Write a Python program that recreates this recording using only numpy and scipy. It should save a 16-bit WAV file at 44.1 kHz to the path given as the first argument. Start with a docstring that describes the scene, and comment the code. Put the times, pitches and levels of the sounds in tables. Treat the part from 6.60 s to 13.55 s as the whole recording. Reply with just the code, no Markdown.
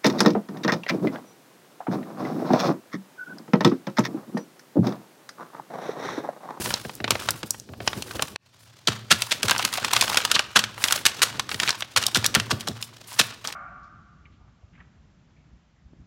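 """Over a faint hiss in a small room, a paper packet is pulled out of a box close to a phone: sheets rub,
fingers slide, the packet flexes and creases snap. The level dips briefly at 1.8 s. At 2.27 s the packet lands
on a wooden table and is pressed flat: patches crush under the fingers and strokes of the hand rub and crackle.
Throughout, blows give hollow, falling thumps that ring on in the table, more fully once the packet lies on it."""
import sys
import numpy as np
from scipy import signal
from scipy.fft import rfft, irfft, next_fast_len
from scipy.io import wavfile
from scipy.ndimage import uniform_filter1d

SR = 44100
rng = np.random.default_rng(int(sys.argv[2]) if len(sys.argv) > 2 else 0)


def unload_wav(signal):
    """Save mono or channel-first audio to the path in sys.argv[1] as 16-bit WAV at rate SR, clipped to [-1, 1]."""
    wavfile.write(
        sys.argv[1],
        SR,
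        np.round(np.clip(np.atleast_2d(signal).T, -1, 1) * 32767).astype(np.int16),
    )


N = 306495
TIME_S = np.arange(N) / SR
BLOCK = 4096  # samples per crack
AGE_S = np.arange(BLOCK) / SR
FREQ_HZ = np.arange(BLOCK // 2 + 1) * SR / BLOCK + 1
LANDING_S = 2.27


def undb(db):
    """Decibels to gain."""
    return 10 ** (np.asarray(db) / 20)


def unit(x):
    """Scale to rms 1."""
    return x / np.sqrt(np.mean(x ** 2))


def fade(t, t60):
    """Free decay by 60 dB in t60."""
    return np.exp(-np.log(1000) * t / t60)


def add(out, start_s, x):
    """Mix x into out."""
    i = max(int(start_s * SR), 0)
    out[i:i + len(x)] += x[:max(len(out) - i, 0)]


def gains(spectrum, hz):
    """Gain of a (freq_hz, level_db) spectrum at hz."""
    freq_hz, level_db = np.transpose(spectrum)
    return undb(np.interp(np.log(hz + 1), np.log(freq_hz), level_db))


def coloured_noise(spectrum):
    """Scene-long noise with this spectrum, rms 1."""
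    n = next_fast_len(N)
    white = rfft(rng.standard_normal(N), n)
    hz = np.arange(n // 2 + 1) * SR / n
    return unit(irfft(white * gains(spectrum, hz), n)[:N])


def minimum_phase(gain):
    """Response whose ringing all follows the blow."""
    cepstrum = irfft(np.log(gain + 1e-9))
    cepstrum[1:BLOCK // 2] *= 2
    cepstrum[BLOCK // 2 + 1:] = 0
    return np.exp(rfft(cepstrum))


def wander(t, rate_hz):
    """Random wander, spread near 1."""
    return np.interp(t * rate_hz, np.arange(BLOCK), rng.standard_normal(BLOCK))


def strokes(rows, t60_s, attack_s=0.0037):
    """Envelope of hand strokes: each starts quickly, holds and dies away."""
    power = 0
    for start_s, length_s, level_db in rows:
        attack = np.clip((TIME_S - start_s) / attack_s, 0, 1)
        release = fade(np.clip(TIME_S - start_s - length_s, 0, 1), t60_s)
        power += (undb(level_db) * attack * release) ** 2
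    return np.sqrt(power)


# Hiss spectrum: freq_hz, level_db
HISS_SPECTRUM = [(25, -16), (60, -4), (200, -5.5), (500, -15), (1500, -9.5), (5000, -0.5), (16000, -27)]

def background(hiss_db=-64, drone_db=-54, drone_hz=112, width_hz=14):
    """Faint hiss and a low drone held in one room resonance."""
    resonance = signal.iirpeak(drone_hz, drone_hz / width_hz, fs=SR)
    drone = unit(signal.lfilter(*resonance, coloured_noise(FLEX_SPECTRUM)))
    return undb(hiss_db) * coloured_noise(HISS_SPECTRUM) + undb(drone_db) * drone


def room(x, wet_db=-19, t60_s=0.48, treble_t60_s=0.14, split_hz=4500, build_s=0.0025):
    """Small furnished room: a diffuse tail whose treble dies first."""
    t = np.arange(SR // 2) / SR
    noise = rng.standard_normal(len(t))
    low = signal.sosfilt(signal.butter(1, split_hz, fs=SR, output="sos"), noise)
    tail = low * fade(t, t60_s) + (noise - low) * fade(t, treble_t60_s)
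    tail *= 1 - np.exp(-(t / build_s) ** 2)
    return x + undb(wet_db) * signal.fftconvolve(x, tail / np.linalg.norm(tail))[:N]


# Flexing packet spectrum: freq_hz, level_db
FLEX_SPECTRUM = [(25, -20), (42, -14.5), (60, -7), (115, -.5), (160, -4.5), (240, -2.5), (420, -6.5),
                 (700, -15), (1400, -34)]
# Bending in the hands: time_s, level_db
BEND_CURVE = [(0.0, -34), (0.27, -56.5), (0.64, -43.5), (0.95, -57.5), (1.43, -40.5), (1.59, -42),
              (1.76, -55.5), (1.95, -76.5), (2.42, -55), (2.96, -46.5), (4.59, -49.5), (4.95, -44),
              (5.23, -52.5), (5.46, -53.5), (5.81, -40.5), (5.96, -37.5), (6.27, -57.5), (6.95, -53.5)]

def flex(rubbing, bend_db=-2, drag_db=-10, rough_db=4):
    """The whole packet flexes, bent by the hands and dragged by the rubbing."""
    bending = undb(np.interp(TIME_S, *np.transpose(BEND_CURVE)) + bend_db)
    envelope = np.hypot(bending, undb(drag_db) * rubbing)
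    return coloured_noise(FLEX_SPECTRUM) * envelope * undb(rough_db * wander(TIME_S, rate_hz=45))


def friction(spectrum, grip, rough_db, gain_db=1.5):
    """Surfaces catch and slip unevenly as the grip wanders."""
    return coloured_noise(spectrum) * undb(gain_db + rough_db * grip)


def crackle(count, low_hz, high_hz, spread_db=5, t60_cycles=15, modes=6):
    """Tiny wrinkles, each ringing a few short modes of its own."""
    out, t = np.zeros(N), AGE_S[:BLOCK // 8]
    sign = (-1) ** np.arange(modes)[:, None]
    for when, weakness, *pitches in rng.random((count, modes + 2)):
        hz = low_hz * (high_hz / low_hz) ** np.array(pitches)[:, None]
        grain = np.sum(sign * np.sin(2 * np.pi * hz * t) * fade(t * hz, t60_cycles), axis=0)
        add(out, when * N / SR, undb(-spread_db * np.log(0.046 + weakness)) * grain)
    return unit(out)


# Sheet on sheet or packet on table: start_s, length_s, level_db
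RUB_STROKES = [(0, 0.15, -44.5), (.15, 0.23, -58.5), (.51, .2, -46), (.73, .26, -61), (1.2, 0.48, -53.5),
               (1.85, 0.54, -60), (2.29, 0.049, -41.5), (2.53, .3, -45), (2.85, 0.22, -37.5),
               (3.125, 0.048, -37), (3.22, .08, -36), (3.32, 0.29, -34), (3.63, 0.15, -39),
               (3.82, 0.4, -54.5), (3.98, 0.023, -36.5), (4.17, 0.062, -46), (4.24, .14, -37.5),
               (4.47, 0.24, -45), (4.58, 0.18, -45), (4.9, 0.11, -46.5), (5, .11, -35.5),
               (5.39, 0.092, -40), (5.57, 0.098, -41.5), (5.77, .46, -52.5), (6.48, 0.12, -49),
               (6.61, 0.12, -47.5), (6.84, 0.053, -41)]
# Rubbing sheet spectrum: freq_hz, level_db
RUB_SPECTRUM = [(250, -26), (600, -2.5), (1000, -2.5), (1400, -3.5), (2100, -5.5), (3300, -3.5), (5000, -6),
                (7000, -9.5), (12000, -20)]
# Fingers on paper: start_s, length_s, level_db
SLIDE_STROKES = [(0, .11, -38), (.12, .25, -57), (.51, .22, -49.5), (.755, 0.037, -52),
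                 (.856, 0.0089, -46.5), (.91, 0.088, -58), (1.23, 0.48, -53.5), (1.99, 0.062, -59),
                 (2.55, 0.21, -45), (2.82, 0.27, -42.5), (3.12, 0.046, -37), (3.32, 0.27, -38.5),
                 (4.175, 0.072, -42), (4.24, 0.15, -36.5), (4.9, 0.2, -45), (5.18, 0.022, -45),
                 (5.39, 0.21, -51.5), (5.995, 0.015, -47), (6.21, 0.036, -44), (6.47, 0.2, -45)]
# Sliding skin spectrum: freq_hz, level_db
SLIDE_SPECTRUM = [(2000, -16), (4500, -5), (7000, -4.5), (10000, -1.5), (13000, -8), (16000, -6.5)]

def handling(resting_db=-56.5, yield_db=-52, wrinkle_db=2, fibre_db=-7):
    """Hand strokes drive friction, flexing, crackle and small snaps."""
    resting = undb(resting_db) * (TIME_S > LANDING_S)  # resting hands still rub a little
    rubbing = np.hypot(strokes(RUB_STROKES, t60_s=0.27), resting)
    sliding = strokes(SLIDE_STROKES, t60_s=0.12)
    strain = rubbing ** 2 / np.hypot(rubbing, undb(yield_db))  # wrinkles need firm pressure
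    grip = wander(TIME_S, rate_hz=130)
    sheets = rubbing * friction(RUB_SPECTRUM, grip, rough_db=6)
    skin = sliding * friction(SLIDE_SPECTRUM, grip, rough_db=4)
    flexing = flex(rubbing)
    wrinkles = undb(wrinkle_db) * strain * crackle(count=800, low_hz=900, high_hz=9000)
    fibres = undb(fibre_db) * sliding * crackle(count=400, low_hz=4000, high_hz=14000)
    return sheets + skin + flexing + wrinkles + fibres + small_snaps(strain)


# Blows reaching the support: start_s, level_db
BLOWS = [(.25, -32.5), (0.402, -33.5), (.445, -36), (.514, -31.5), (.832, -34.5), (1.089, -38.5),
         (1.113, -37), (1.205, -34), (1.627, -39.5), (2.276, -23), (2.517, -25.5), (2.745, -37),
         (2.834, -23.5), (2.875, -33), (3.961, -26.5), (4.614, -36), (4.744, -35.5), (4.78, -37),
         (4.94, -31), (5.366, -31.5), (5.563, -23), (5.757, -19.5), (5.917, -21.5), (6.082, -26),
         (6.598, -27)]
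# Modes of the table under the packet: freq_hz, level_db, t60_s
TABLE_MODES = [(96.3, -7.5, 0.23), (112.4, -10, 0.6), (130.4, -16.5, 0.46), (178.3, -19, 0.44),
               (220, -15.5, 0.6), (238, -11, 0.18)]

def thumps(start_hz=720, end_hz=100, overtone=0.39, rough=0.39, held_db=-5, lying_db=1):
    """Short bending waves outrun long ones, so each thump falls in pitch; the table rings on."""
    out, t = np.zeros(N), np.arange(SR // 2) / SR
    for start_s, level_db in BLOWS:
        glide_s = 0.00511 * 2 ** ((level_db + 30) / 23)  # harder blows glide longer
        glide = np.exp(-t / glide_s)
        phase = 2 * np.pi * np.cumsum(end_hz + (start_hz - end_hz) * glide) / SR
        peak_s = 1.78 * glide_s
        swell = t / peak_s * np.exp(1 - t / peak_s)
        flutter = 1 + rough * wander(t, rate_hz=500)
        tone = np.sin(phase) + overtone * np.sin(2 * phase)
        add(out, start_s, undb(level_db) * swell * flutter * tone)
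        detunes = 1 + 0.023 * rng.standard_normal(len(TABLE_MODES))
        ring = sum(undb(mode_db) * fade(t, t60_s) * np.sin(2 * np.pi * hz * detune * t)
                   for (hz, mode_db, t60_s), detune in zip(TABLE_MODES, detunes))
        contact_db = held_db if start_s < LANDING_S else lying_db
        add(out, start_s + 2 * glide_s, undb(level_db + contact_db) * ring * (1 - glide))
    return out


# Packet cavity spectrum: freq_hz, level_db
HOLLOW_SPECTRUM = [(150, -22), (250, -7.5), (330, -3), (430, 3.5), (520, -9.5), (640, -.5), (800, -10.5),
                   (1500, -32.5)]

def knocks(gain_db=-9, rise_s=0.011, t60_s=0.071, tail_db=-14, tail_t60_s=0.43):
    """Each blow also knocks the packet's hollow: a short swell with a papery tail."""
    envelope, t = np.zeros(N), np.arange(SR // 2) / SR
    after_s = np.maximum(t - rise_s, 0)
    decay = fade(after_s, t60_s) + undb(tail_db) * fade(after_s, tail_t60_s)
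    shape = np.minimum(t / rise_s, 1) * decay
    for start_s, level_db in BLOWS:
        add(envelope, start_s, undb(level_db + gain_db) * shape)
    return envelope * coloured_noise(HOLLOW_SPECTRUM)


# Packet's colouring of its own cracks: freq_hz, gain_db
PACKET_RESPONSE = [(40, -19), (120, -3.5), (300, -5.5), (650, 0.5), (1000, 0), (1500, 0.5), (2100, -3.5),
                   (2700, 1.5), (3600, 2.5), (5500, 2), (9000, 0), (13000, -5), (16000, -12.5)]

def facet(push, resonance_hz, fall_db_per_oct, body_db, knee_hz=4500, body_hz=1200, clear_hz=3200):
    """A stiff facet radiates from its lowest resonance upward; the whole sheet adds a dull body."""
    smallness = np.hypot(1, resonance_hz / clear_hz)  # small facets: clearer ring, less body
    q = 1.7 * smallness
    ratio = FREQ_HZ / resonance_hz
    ring = ratio ** 2 / np.hypot(1 - ratio ** 2, ratio / q)
    radiation = ratio / np.hypot(1, ratio)
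    treble = np.hypot(1, FREQ_HZ / knee_hz) ** (-fall_db_per_oct / (20 * np.log10(2)))
    body = undb(body_db) / smallness / (1 + (FREQ_HZ / body_hz) ** 2)
    colour = np.hypot(ring * radiation * treble, body) * gains(PACKET_RESPONSE, FREQ_HZ)
    # the push sets the fine resonances, the facet the broad colour
    drive = rfft(push)
    drive_trend = np.sqrt(uniform_filter1d(np.abs(drive) ** 2, size=240))
    sound = irfft(drive * minimum_phase(colour / drive_trend))
    return sound * np.sqrt(0.005 * SR / np.sum(sound ** 2))  # energy of 5 ms at rms 1


# Patches giving way: start_s, level_db, resonance_hz, fall_db_per_oct, length_s
CRUSHED_PATCHES = [(2.276, -15.5, 1235, 13.5, 0.015), (2.505, -5, 1490, 9, 0.025),
                   (2.711, -13.5, 1900, 10, 0.017), (3.742, -12.5, 3220, 14.5, 0.016),
                   (3.957, -5.5, 1160, 12.5, 0.019), (4.459, -8.5, 1740, 5.5, 0.011),
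                   (4.623, -9.5, 1300, 4, 0.017), (5.367, -11.5, 1270, 7.5, 0.016),
                   (5.55, -13, 1350, 9, 0.016), (5.753, -13.5, 1420, 27, 0.012),
                   (5.904, -15.5, 1170, 11.5, 0.017), (6.07, -23, 702, 10, 0.016),
                   (6.59, -8, 1440, 8.5, 0.017)]

def crushes(gain_db=3, touch_s=0.007, touch_db=-19, lead_s=0.002,
            rough_db=4, tail_db=-13, tail_t60_s=0.14):
    """A finger touches, then many tiny folds give way in one short swell."""
    out, t = np.zeros(N), AGE_S - touch_s
    touch = undb(touch_db) * (t < 0) * AGE_S / touch_s
    for start_s, level_db, resonance_hz, fall_db_per_oct, length_s in CRUSHED_PATCHES:
        swell = np.sin(np.pi * np.clip((t + lead_s) / (length_s + 2 * lead_s), 0, 1))
        tail = np.clip(t / length_s, 0, 1) * fade(np.maximum(t - length_s, 0), tail_t60_s)
        folds = undb(rough_db * wander(AGE_S, rate_hz=900))
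        push = rng.standard_normal(BLOCK) * (touch + swell + undb(tail_db) * tail) * folds
        sound = facet(push, resonance_hz, fall_db_per_oct, body_db=-5)
        add(out, start_s - touch_s, undb(level_db + gain_db) * sound)
    return out


def crease(flip_s, resonance_hz, fall_db_per_oct, crack=3.24, split_hz=6000, tiny_hz=5000,
           late_db=-23, creak_db=-15, creak_s=0.0037):
    """A crease creaks, flips with a crack and scatters bending waves. Returns start_s, sound."""
    life = 1 / (1 + (resonance_hz / tiny_hz) ** 2)  # small facets die first
    noise = rng.standard_normal(BLOCK)
    dull = irfft(rfft(noise) / (1 + (FREQ_HZ / split_hz) ** 4))
    flip = dull * fade(AGE_S, 0.026 * life) + (noise - dull) * fade(AGE_S, 0.015 * life)
    flip += undb(late_db) * noise * fade(AGE_S, 0.078 * life)
    flip[0] += crack / np.sqrt(life)
    lead = int(creak_s * SR)
    creak = undb(creak_db) * life * dull[-lead:] * np.linspace(0, 1, lead)
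    push = np.concatenate([creak, flip])[:BLOCK]
    body_db = 2.5 if flip_s < LANDING_S else -7.5  # damped once the sheet lies flat
    return flip_s - lead / SR, facet(push, resonance_hz, fall_db_per_oct, body_db)


def small_snaps(strain, count=380, gain_db=6, spread_db=6, centre_hz=1300, spread_oct=0.52):
    """Lesser creases flip at random, as strongly as the paper is strained."""
    out = np.zeros(N)
    for when, size, pitch in rng.uniform(-1, 1, (count, 3)):
        i = int((when + 1) / 2 * N)
        start_s, sound = crease(i / SR, centre_hz * 2 ** (spread_oct * pitch), fall_db_per_oct=21)
        add(out, start_s, strain[i] * undb(gain_db + spread_db * size) * sound)
    return out


# Single creases snapping: flip_s, level_db, resonance_hz, fall_db_per_oct
BIG_CREASES = [(0.059, -26, 850, 12), (0.106, -25.5, 750, 26), (0.14, -19.5, 4400, 13),
               (0.25, -34.5, 1400, 36.5), (0.295, -32.5, 845, 24), (0.353, -36.5, 5470, -17),
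               (0.403, -33.5, 1400, 39), (0.443, -21.5, 1980, 24), (0.479, -25.5, 1090, 26),
               (0.507, -14, 1050, 4), (0.519, -26, 2120, 21), (0.554, -25, 1630, 52),
               (0.688, -18, 1500, 15), (0.707, -22, 4930, -8), (0.831, -29.5, 1060, 14),
               (0.907, -19.5, 5830, -4), (0.945, -38.5, 1090, 43), (0.999, -37.5, 5750, 2),
               (1.09, -47, 900, 34.5), (1.136, -40.5, 1100, 48.5), (1.204, -33.5, 1400, 38),
               (1.276, -18, 1410, 16), (1.277, -20, 5130, 24), (1.331, -29, 1390, 25),
               (1.423, -29, 2630, 4.5), (1.51, -33, 1380, 26), (1.595, -25, 1390, 41), (1.623, -19, 870, 4),
               (1.76, -26.5, 1800, 16.5), (2.274, -11.5, 3300, 13.5), (2.32, -28, 1390, 15),
               (2.621, -14.5, 2220, 3.5), (2.831, -14.5, 1420, 6), (2.883, -16, 1390, 9),
               (2.896, -13.5, 1190, 12), (2.91, -12, 755, 3), (2.915, -12, 1440, 32),
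               (2.95, -23.5, 1080, 33), (2.963, -22, 1370, 34), (2.981, -22.5, 5000, 1),
               (2.995, -17.5, 890, 20), (3.026, -22, 2500, 16), (3.05, -12.5, 1470, 3.5),
               (3.128, -24, 1180, 11.5), (3.138, -20, 1200, 2), (3.182, -22, 660, 25),
               (3.247, -16.5, 1300, 9.5), (3.334, -11.5, 850, 3), (3.365, -10.5, 1260, 13),
               (3.411, -11.5, 2500, 4), (3.415, -13.5, 2140, 7), (3.424, -14, 740, 11),
               (3.479, -21, 1080, 13), (3.545, -17.5, 700, 10), (3.572, -8.5, 1260, 9),
               (3.651, -13, 1110, 7.5), (3.715, -9.5, 1530, 5), (3.763, -14.5, 1180, 34),
               (3.793, -11, 1130, 15.5), (3.992, -12.5, 1790, 7), (4.039, -17.5, 1380, 13.5),
               (4.179, -30, 1190, 46), (4.24, -10, 1470, 6.5), (4.284, -17.5, 2300, 9),
               (4.309, -18, 1410, 10.5), (4.324, -10, 1120, 0.5), (4.454, -11.5, 1480, 5.5),
               (4.619, -11, 1300, 9.5), (4.796, -15.5, 1160, 10), (4.892, -24.5, 1080, 12),
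               (4.915, -21.5, 1390, 19), (4.944, -23, 1640, 10), (5, -14.5, 1700, 11),
               (5.033, -17, 1370, 13), (5.077, -18, 1930, 21), (5.084, -18, 2720, 24),
               (5.092, -14.5, 1520, 10), (5.106, -16, 4470, 16), (5.207, -26.5, 1190, 5),
               (5.223, -20, 1950, 26), (5.363, -11, 1270, 10.5), (5.427, -21, 1380, 7),
               (5.438, -20.5, 2720, 11), (5.466, -12, 3900, -1.5), (5.547, -14, 3540, 9),
               (5.571, -18, 2300, 4), (5.644, -15.5, 1260, 9), (5.656, -17, 1510, 15),
               (5.663, -11, 4340, -1), (5.743, -20, 1790, 14), (5.75, -8.5, 1640, 3.5),
               (5.799, -17, 1530, 11.5), (5.918, -24, 4770, 15), (6.008, -28, 2440, 5),
               (6.085, -23, 4020, 6), (6.226, -23.5, 2550, 5.5), (6.592, -14, 1400, 7),
               (6.613, -14.5, 1840, 13), (6.874, -23, 4900, 10), (6.925, -29.5, 1600, 7)]

def snaps(gain_db=0.5):
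    """The big creases flip one by one."""
    out = np.zeros(N)
    for flip_s, level_db, resonance_hz, fall_db_per_oct in BIG_CREASES:
        start_s, sound = crease(flip_s, resonance_hz, fall_db_per_oct)
        add(out, start_s, undb(level_db + gain_db) * sound)
    return out


# Brief dip in overall level: time_s, gain_db
LEVEL_DIP = [(1.761, 2), (1.767, -37), (1.83, -9.5), (1.86, -9), (1.98, -2)]

def scene():
    """Paper and table in the room, over the background; mono."""
    sound = room(snaps() + crushes() + thumps() + knocks() + handling()) + background()
    gain = undb(np.interp(TIME_S, *np.transpose(LEVEL_DIP)))
    return (sound * gain)[None]


def record(dry, low_cut_hz=48, high_cut_hz=15800):
    """The phone rounds the tallest peaks and cuts the deep bass and the top."""
    rounded = dry / (1 + dry ** 4) ** 0.25
    lean = signal.sosfilt(signal.butter(4, low_cut_hz, "high", fs=SR, output="sos"), rounded)
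    return signal.sosfilt(signal.ellip(8, 0.2, 70, high_cut_hz, fs=SR, output="sos"), lean)


dry = scene()
out = record(dry)
unload_wav(out)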